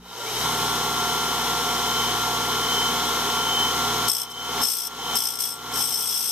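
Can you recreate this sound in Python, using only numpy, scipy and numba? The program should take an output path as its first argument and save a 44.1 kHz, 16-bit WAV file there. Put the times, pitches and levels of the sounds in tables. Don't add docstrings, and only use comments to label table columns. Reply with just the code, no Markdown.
import sys
import numpy as np
from scipy import signal
from scipy.fft import rfft, irfft, next_fast_len
from scipy.io import wavfile
from scipy.ndimage import uniform_filter1d, map_coordinates
from numba import njit

SR = 44100
rng = np.random.default_rng(int(sys.argv[2]) if len(sys.argv) > 2 else 0)


def master(y):
    cut = np.clip(np.atleast_2d(y).T, -1, 1)
    pcm = np.round(cut * 32767)
    wavfile.write(sys.argv[1], SR, pcm.astype(np.int16))


N = 278622
T = np.arange(N) / SR
SHAFT_HZ, MAINS_HZ = 59.75, 60
RUN_UP_S = 0.45


def undb(db):
    return 10 ** (np.asarray(db) / 20)


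def unit(x):
    return x / np.sqrt(np.mean(x ** 2))


def walk(rate):
    k = int(SR / rate)
    steps = np.repeat(rng.standard_normal(N // k + 1), k)
    smooth = uniform_filter1d(uniform_filter1d(steps, k), k)
    return unit(smooth[:N])


def colour(x, points, modes=()):
    size = 2 * next_fast_len(N // 2 + SR // 8)
    f = np.arange(size // 2 + 1) * SR / size
    hz, db = np.transpose(points)
    lift = 1 + sum(undb(2 * peak_db) / (1 + (2 * (f - centre) / width) ** 2)
                   for centre, width, peak_db in modes)
    gain = undb(np.interp(np.log(f + 1), np.log(hz), db)) * np.sqrt(lift)
    cepstrum = irfft(np.log(gain))
    cepstrum[1:size // 2] *= 2
    cepstrum[size // 2 + 1:] = 0
    response = np.exp(rfft(cepstrum))
    return irfft(rfft(x, size) * response, size)[:N]


def tone(cycles, flutter_db, wander):
    phase = 2 * np.pi * (cycles + rng.random()) + wander * walk(4.96)
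    return np.sqrt(2) * np.sin(phase) * undb(flutter_db * walk(22.13))


def run_up():
    start_share, bend = 0.11, 1.12
    db_per_decade, cold_db, settle_s = 32, 1, 2.4
    progress = np.clip(T / RUN_UP_S, 0, 1)
    speed = start_share + (1 - start_share) * progress ** bend
    cold = progress * np.exp(-np.maximum(T - RUN_UP_S, 0) / settle_s)
    return speed, db_per_decade * np.log10(speed) + cold_db * cold


def starting_hum(turns, speed, motor_db, ring_db=-27, high_db=-33, buzz_db=1, buzz_fade=3.9, whine_rough=0.14):
    # centre_hz, width_hz, peak_db
    frame_modes = [(453, 37, 15), (760, 77, 11), (960, 25, 21), (1383, 18, 26), (3080, 65, 22.5)]
    # centre_hz, width_hz, peak_db
    high_mode = [(3790, 54, 20)]
    # multiple_of_shaft_rate, loudest_at_share_of_full_speed, width_in_that_share, level_db
    flares = [(19, 0.49, 0.077, -46.5), (18.93, .74, 0.1, -36), (23, 0.89, .09, -46),
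              (61.7, 0.623, 0.046, -39)]
    harmonics = [np.sin(2 * np.pi * k * MAINS_HZ * T) * undb(db)
                 for k, db in enumerate([-48, -65, -44, -49], start=1)]
    buzz = sum(harmonics) * undb(buzz_db) * (1 - speed) ** buzz_fade

    shake = rng.standard_normal(N) * np.abs(np.sin(2 * np.pi * MAINS_HZ * T))
    ring = unit(colour(shake, [(100, -9), (450, 4), (3800, -6), (6000, -7)], frame_modes))
    ring = ring * undb(ring_db + motor_db) * np.sqrt(1 - speed)
    high = unit(colour(shake, [(1000, -21), (3800, -3), (8000, -16)], high_mode))
    high = high * undb(high_db + motor_db) * (1 - speed) ** 0.13

    whines = 0
    for k, at, width, db in flares:
        whine = tone(k * turns + whine_rough * walk(151), flutter_db=4, wander=0.5)
        whines = whines + whine * np.exp(-((speed - at) / width) ** 2) * undb(db)
    return buzz + ring + high + whines


def hum(turns, speed, race_db=-47, cold_db=7, warm_up_s=0.71):
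    # multiple_of_shaft_rate, level_db
    shaft_orders = [(1, -47), (3, -50.5), (4, -42), (5, -49), (6, -68.5), (8, -44.5), (12, -40), (15, -42),
                    (16, -49.5), (17, -44.5), (18, -39), (19, -39), (21, -46.5), (22, -50), (23, -32),
                    (24, -51), (25, -47.5), (29, -50), (33, -62), (48, -50.5), (50, -46), (63, -47)]
    # multiple_of_passing_rate, level_db
    ball_orders = [(1, -51.5), (12, -44), (13, -39.5), (14, -43.5), (15, -49.5), (16, -43)]
    outer_race, inner_race = 2.629, 4.37
    shaft = sum(undb(db) * speed ** (1 + 0.99 * k)
                * tone(round(k) * turns, flutter_db=min(k / 4, 1) * 1.4, wander=0.22)
                for k, db in shaft_orders)
    balls = sum(undb(db) * tone(round(k) * inner_race * turns, flutter_db=0, wander=0.14)
                for k, db in ball_orders)
    drone_db = race_db + cold_db * np.exp(-(T - RUN_UP_S) / warm_up_s)
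    race = undb(drone_db) * tone(outer_race * turns, flutter_db=0.0, wander=0.41)
    return shaft + (balls + race) * speed ** 10


def whirr(turns, whirr_db=-26.0):
    # frequency_hz, density_db
    noise_spectrum = [(40, -35), (100, -18), (230, -11), (520, -9.5), (620, -16), (730, -3), (950, 1),
                      (1250, -9), (2600, -14.5), (6400, -15.5), (7200, -23.5), (10000, -25), (14000, -18)]
    # centre_hz, width_hz, peak_db
    housing_modes = [(419, 65, 10.05), (1346, 65, 4.25), (2137, 96, 4.8), (3065, 80, 10.9),
                     (3380, 280, 7.1), (3810, 180, 4.7), (4135, 35, 7.3), (5480, 360, 5.6),
                     (6590, 180, 3.2)]
    # frequency_hz, side_minus_mid_db
    width_spectrum = [(60, -16), (200, -11), (700, -37), (1300, -6.5), (2400, -10.5), (4400, -3.5),
                      (8000, 4), (14000, -1.5)]

    def roughness():
        track = rng.standard_normal(int(SR / SHAFT_HZ))
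        repeating = map_coordinates(track, [turns % 1 * len(track)], order=3, mode="grid-wrap")
        repeating = colour(repeating, [(400, -37.5), (1200, -9), (2800, -14.5), (4000, -8), (8000, -1.5),
                                       (13000, -1.0)])
        excitation = (rng.standard_normal(N) + repeating) * undb(0.11 * walk(14))
        return colour(excitation, noise_spectrum, housing_modes)

    mid = unit(roughness())
    side = colour(unit(roughness()), width_spectrum)
    return undb(whirr_db) * np.array([mid + side, mid - side])


def magnetic_hum(speed, hum_db=-46.0, beat_db=4.0, beat_s=1.76, crest_s=2.3):
    beat = np.cos(2 * np.pi * (T - crest_s) / beat_s)
    steady = tone(2 * MAINS_HZ * T, flutter_db=0.1, wander=0.05)
    return steady * undb(hum_db + beat_db * beat) * speed ** 1.5


def singing(speed):
    # frequency_hz, relative_level_db
    sing_tones = [(3046, -7.5), (3097, 1), (3133, -21)]
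    quiet_db, every_s, crest_s, rise_s, fall_s = -40.5, 0.795, 2.82, 0.32, 0.12
    swell_db, greatest_s, spread_s = 15.5, 3.63, 2.5
    since = (T - crest_s) % every_s
    falling = np.exp(-(since / fall_s) ** 2)
    rising = np.exp(-((every_s - since) / rise_s) ** 2)
    wave = np.maximum(falling, rising)
    height_db = swell_db * np.exp(-((T - greatest_s) / spread_s) ** 2)
    cluster = sum(undb(db) * tone(hz * T, flutter_db=0.6, wander=0.29) for hz, db in sing_tones)
    return undb(quiet_db + height_db * wave) * speed ** 1.8 * cluster


def motor(turns, speed, motor_db):
    # frequency_hz, left_minus_right_db
    lean = [(60, 0.5), (130, 0), (380, 0.6), (700, -2.5), (1300, -1.5), (2400, 1), (4400, 2), (14000, 4.5)]
    running = (hum(turns, speed) + whirr(turns)) * undb(motor_db)
    left, right = running + magnetic_hum(speed) + singing(speed) + starting_hum(turns, speed, motor_db)
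    left = np.concatenate([np.zeros(3), left[:-3]])
    left = colour(left, [(hz, db / 2) for hz, db in lean])
    right = colour(right, [(hz, -db / 2) for hz, db in lean])
    return np.array([left, right])


def cold_hiss(speed, hiss_db=-39, fade_s=1.8, speed_power=2.2):
    # frequency_hz, density_db
    hiss_spectrum = [(300, -30), (1200, -12), (2100, 0), (3000, -6), (5000, -10), (8500, 14), (13000, -3)]
    fade = np.exp(-np.maximum(T - RUN_UP_S, 0) / fade_s)
    hiss = np.array([unit(colour(rng.standard_normal(N), hiss_spectrum)) for _ in range(2)])
    return hiss * undb(hiss_db) * speed ** speed_power * fade


def pressing(turns):
    # start_s, length_s, attack_s, release_s, level_db, pressure_change_db_per_s, once_a_turn_throb_db
    touches = [(4.075, .182, 0.02, 0.032, -12.5, 0.5, 11), (4.295, 0.037, .01, 0.014, -25.5, 0, 4),
               (4.61, 0.28, 0.092, 0.019, -5, -31, 7), (5.148, 0.28, 0.023, .15, -12.5, 4, 10.5),
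               (5.385, 0.21, 0.021, 0.12, -8, -45, 8.5), (5.704, .65, 0.12, .02, -16.5, 14, 5.5)]
    gap = np.interp(turns % 1, [0, .18, .45, .72, .9, 1], [0.24, 0.39, 1.0, 1.0, 0.3, 0.032])
    force = np.zeros(N)
    for start, length, attack, release, db, db_per_s, throb_db in touches:
        age = np.clip(T - start, 0, length)
        contact = np.clip(np.minimum(age / attack, (length - age) / release), 0, 1)
        force = force + contact * undb(db + db_per_s * age + throb_db * (0.49 - gap))
    return force


def grinding(turns, left_db=5.0, spread_db=-4.5, grit_db=1.5, rasp_db=0.5, tremor_db=0.73):
    # frequency_hz, density_db
    rasp_spectrum = [(300, -28), (2000, -18.5), (3000, -6.5), (4400, -8.5), (5000, -8.5), (6400, -1.5),
                     (7100, -14.5), (7600, -1.5), (9100, -6), (10800, -3), (11700, 0.5), (14200, -1)]
    # centre_hz, width_hz, peak_db
    wire_modes = [(3364, 19, 17.5), (5317, 140, 21), (5880, 46, 14.6), (8250, 103, 15.5), (8640, 62, 14.5),
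                  (9200, 40, 4.2), (9720, 100, 10), (11600, 58, 1.7), (12220, 220, 6.9), (14040, 270, 5.6)]
    # frequency_hz, level_db
    squeal_modes = [(5310, -9.5), (8210, -13)]
    pressure = pressing(turns) * undb(tremor_db * walk(60))
    loudness = np.std(colour(rng.standard_normal(N), rasp_spectrum, wire_modes))

    def rasp():
        grains = unit(rng.standard_normal(N) * undb(grit_db * rng.exponential(size=N)))
        return colour(grains * pressure, rasp_spectrum, wire_modes) * undb(rasp_db) / loudness

    squeal = pressure * sum(undb(db) * tone(hz * T + 0.164 * walk(130), flutter_db=4.5, wander=0.87)
                            for hz, db in squeal_modes)
    mid = rasp() + squeal
    side = undb(spread_db) * rasp()
    return np.array([(mid + side) * undb(left_db / 2), (mid - side) * undb(-left_db / 2)])


@njit
def ride(excess, attack, hold, release):
    out, cut, wait = np.empty(len(excess)), 0., 0.
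    for i in range(len(excess)):
        if excess[i] > cut:
            cut += (excess[i] - cut) * attack
            wait = hold
        elif wait > 0:
            wait -= 1
        else:
            cut = max(cut - release, 0.)
        out[i] = cut
    return out


def gain_control(x, threshold_db=-20.5, attack_s=0.0093, hold_s=0.095, release_db_per_s=52, window_s=0.0049):
    sensed = colour(x[0], [(1000, 4.5), (3000, -12.5), (5000, 0)])
    power = uniform_filter1d(sensed ** 2, max(int(window_s * SR), 1))
    excess = 10 * np.log10(np.abs(power) + 1e-12) - threshold_db
    cut_db = ride(excess, 1 / (attack_s * SR), float(hold_s * SR), release_db_per_s / SR)
    return x * undb(-cut_db)


def scene():
    high_spot_s = 5.172
    speed, motor_db = run_up()
    turns = np.cumsum(speed) * SHAFT_HZ / SR
    turns = turns - np.interp(high_spot_s, T, turns)
    return motor(turns, speed, motor_db) + grinding(turns) + cold_hiss(speed)


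def record(dry):
    top_hz = 14150
    low_pass = signal.ellip(12, .2, 80, top_hz, fs=SR, output="sos")
    return signal.sosfilt(low_pass, gain_control(dry))


dry = scene()
out = record(dry)
master(out)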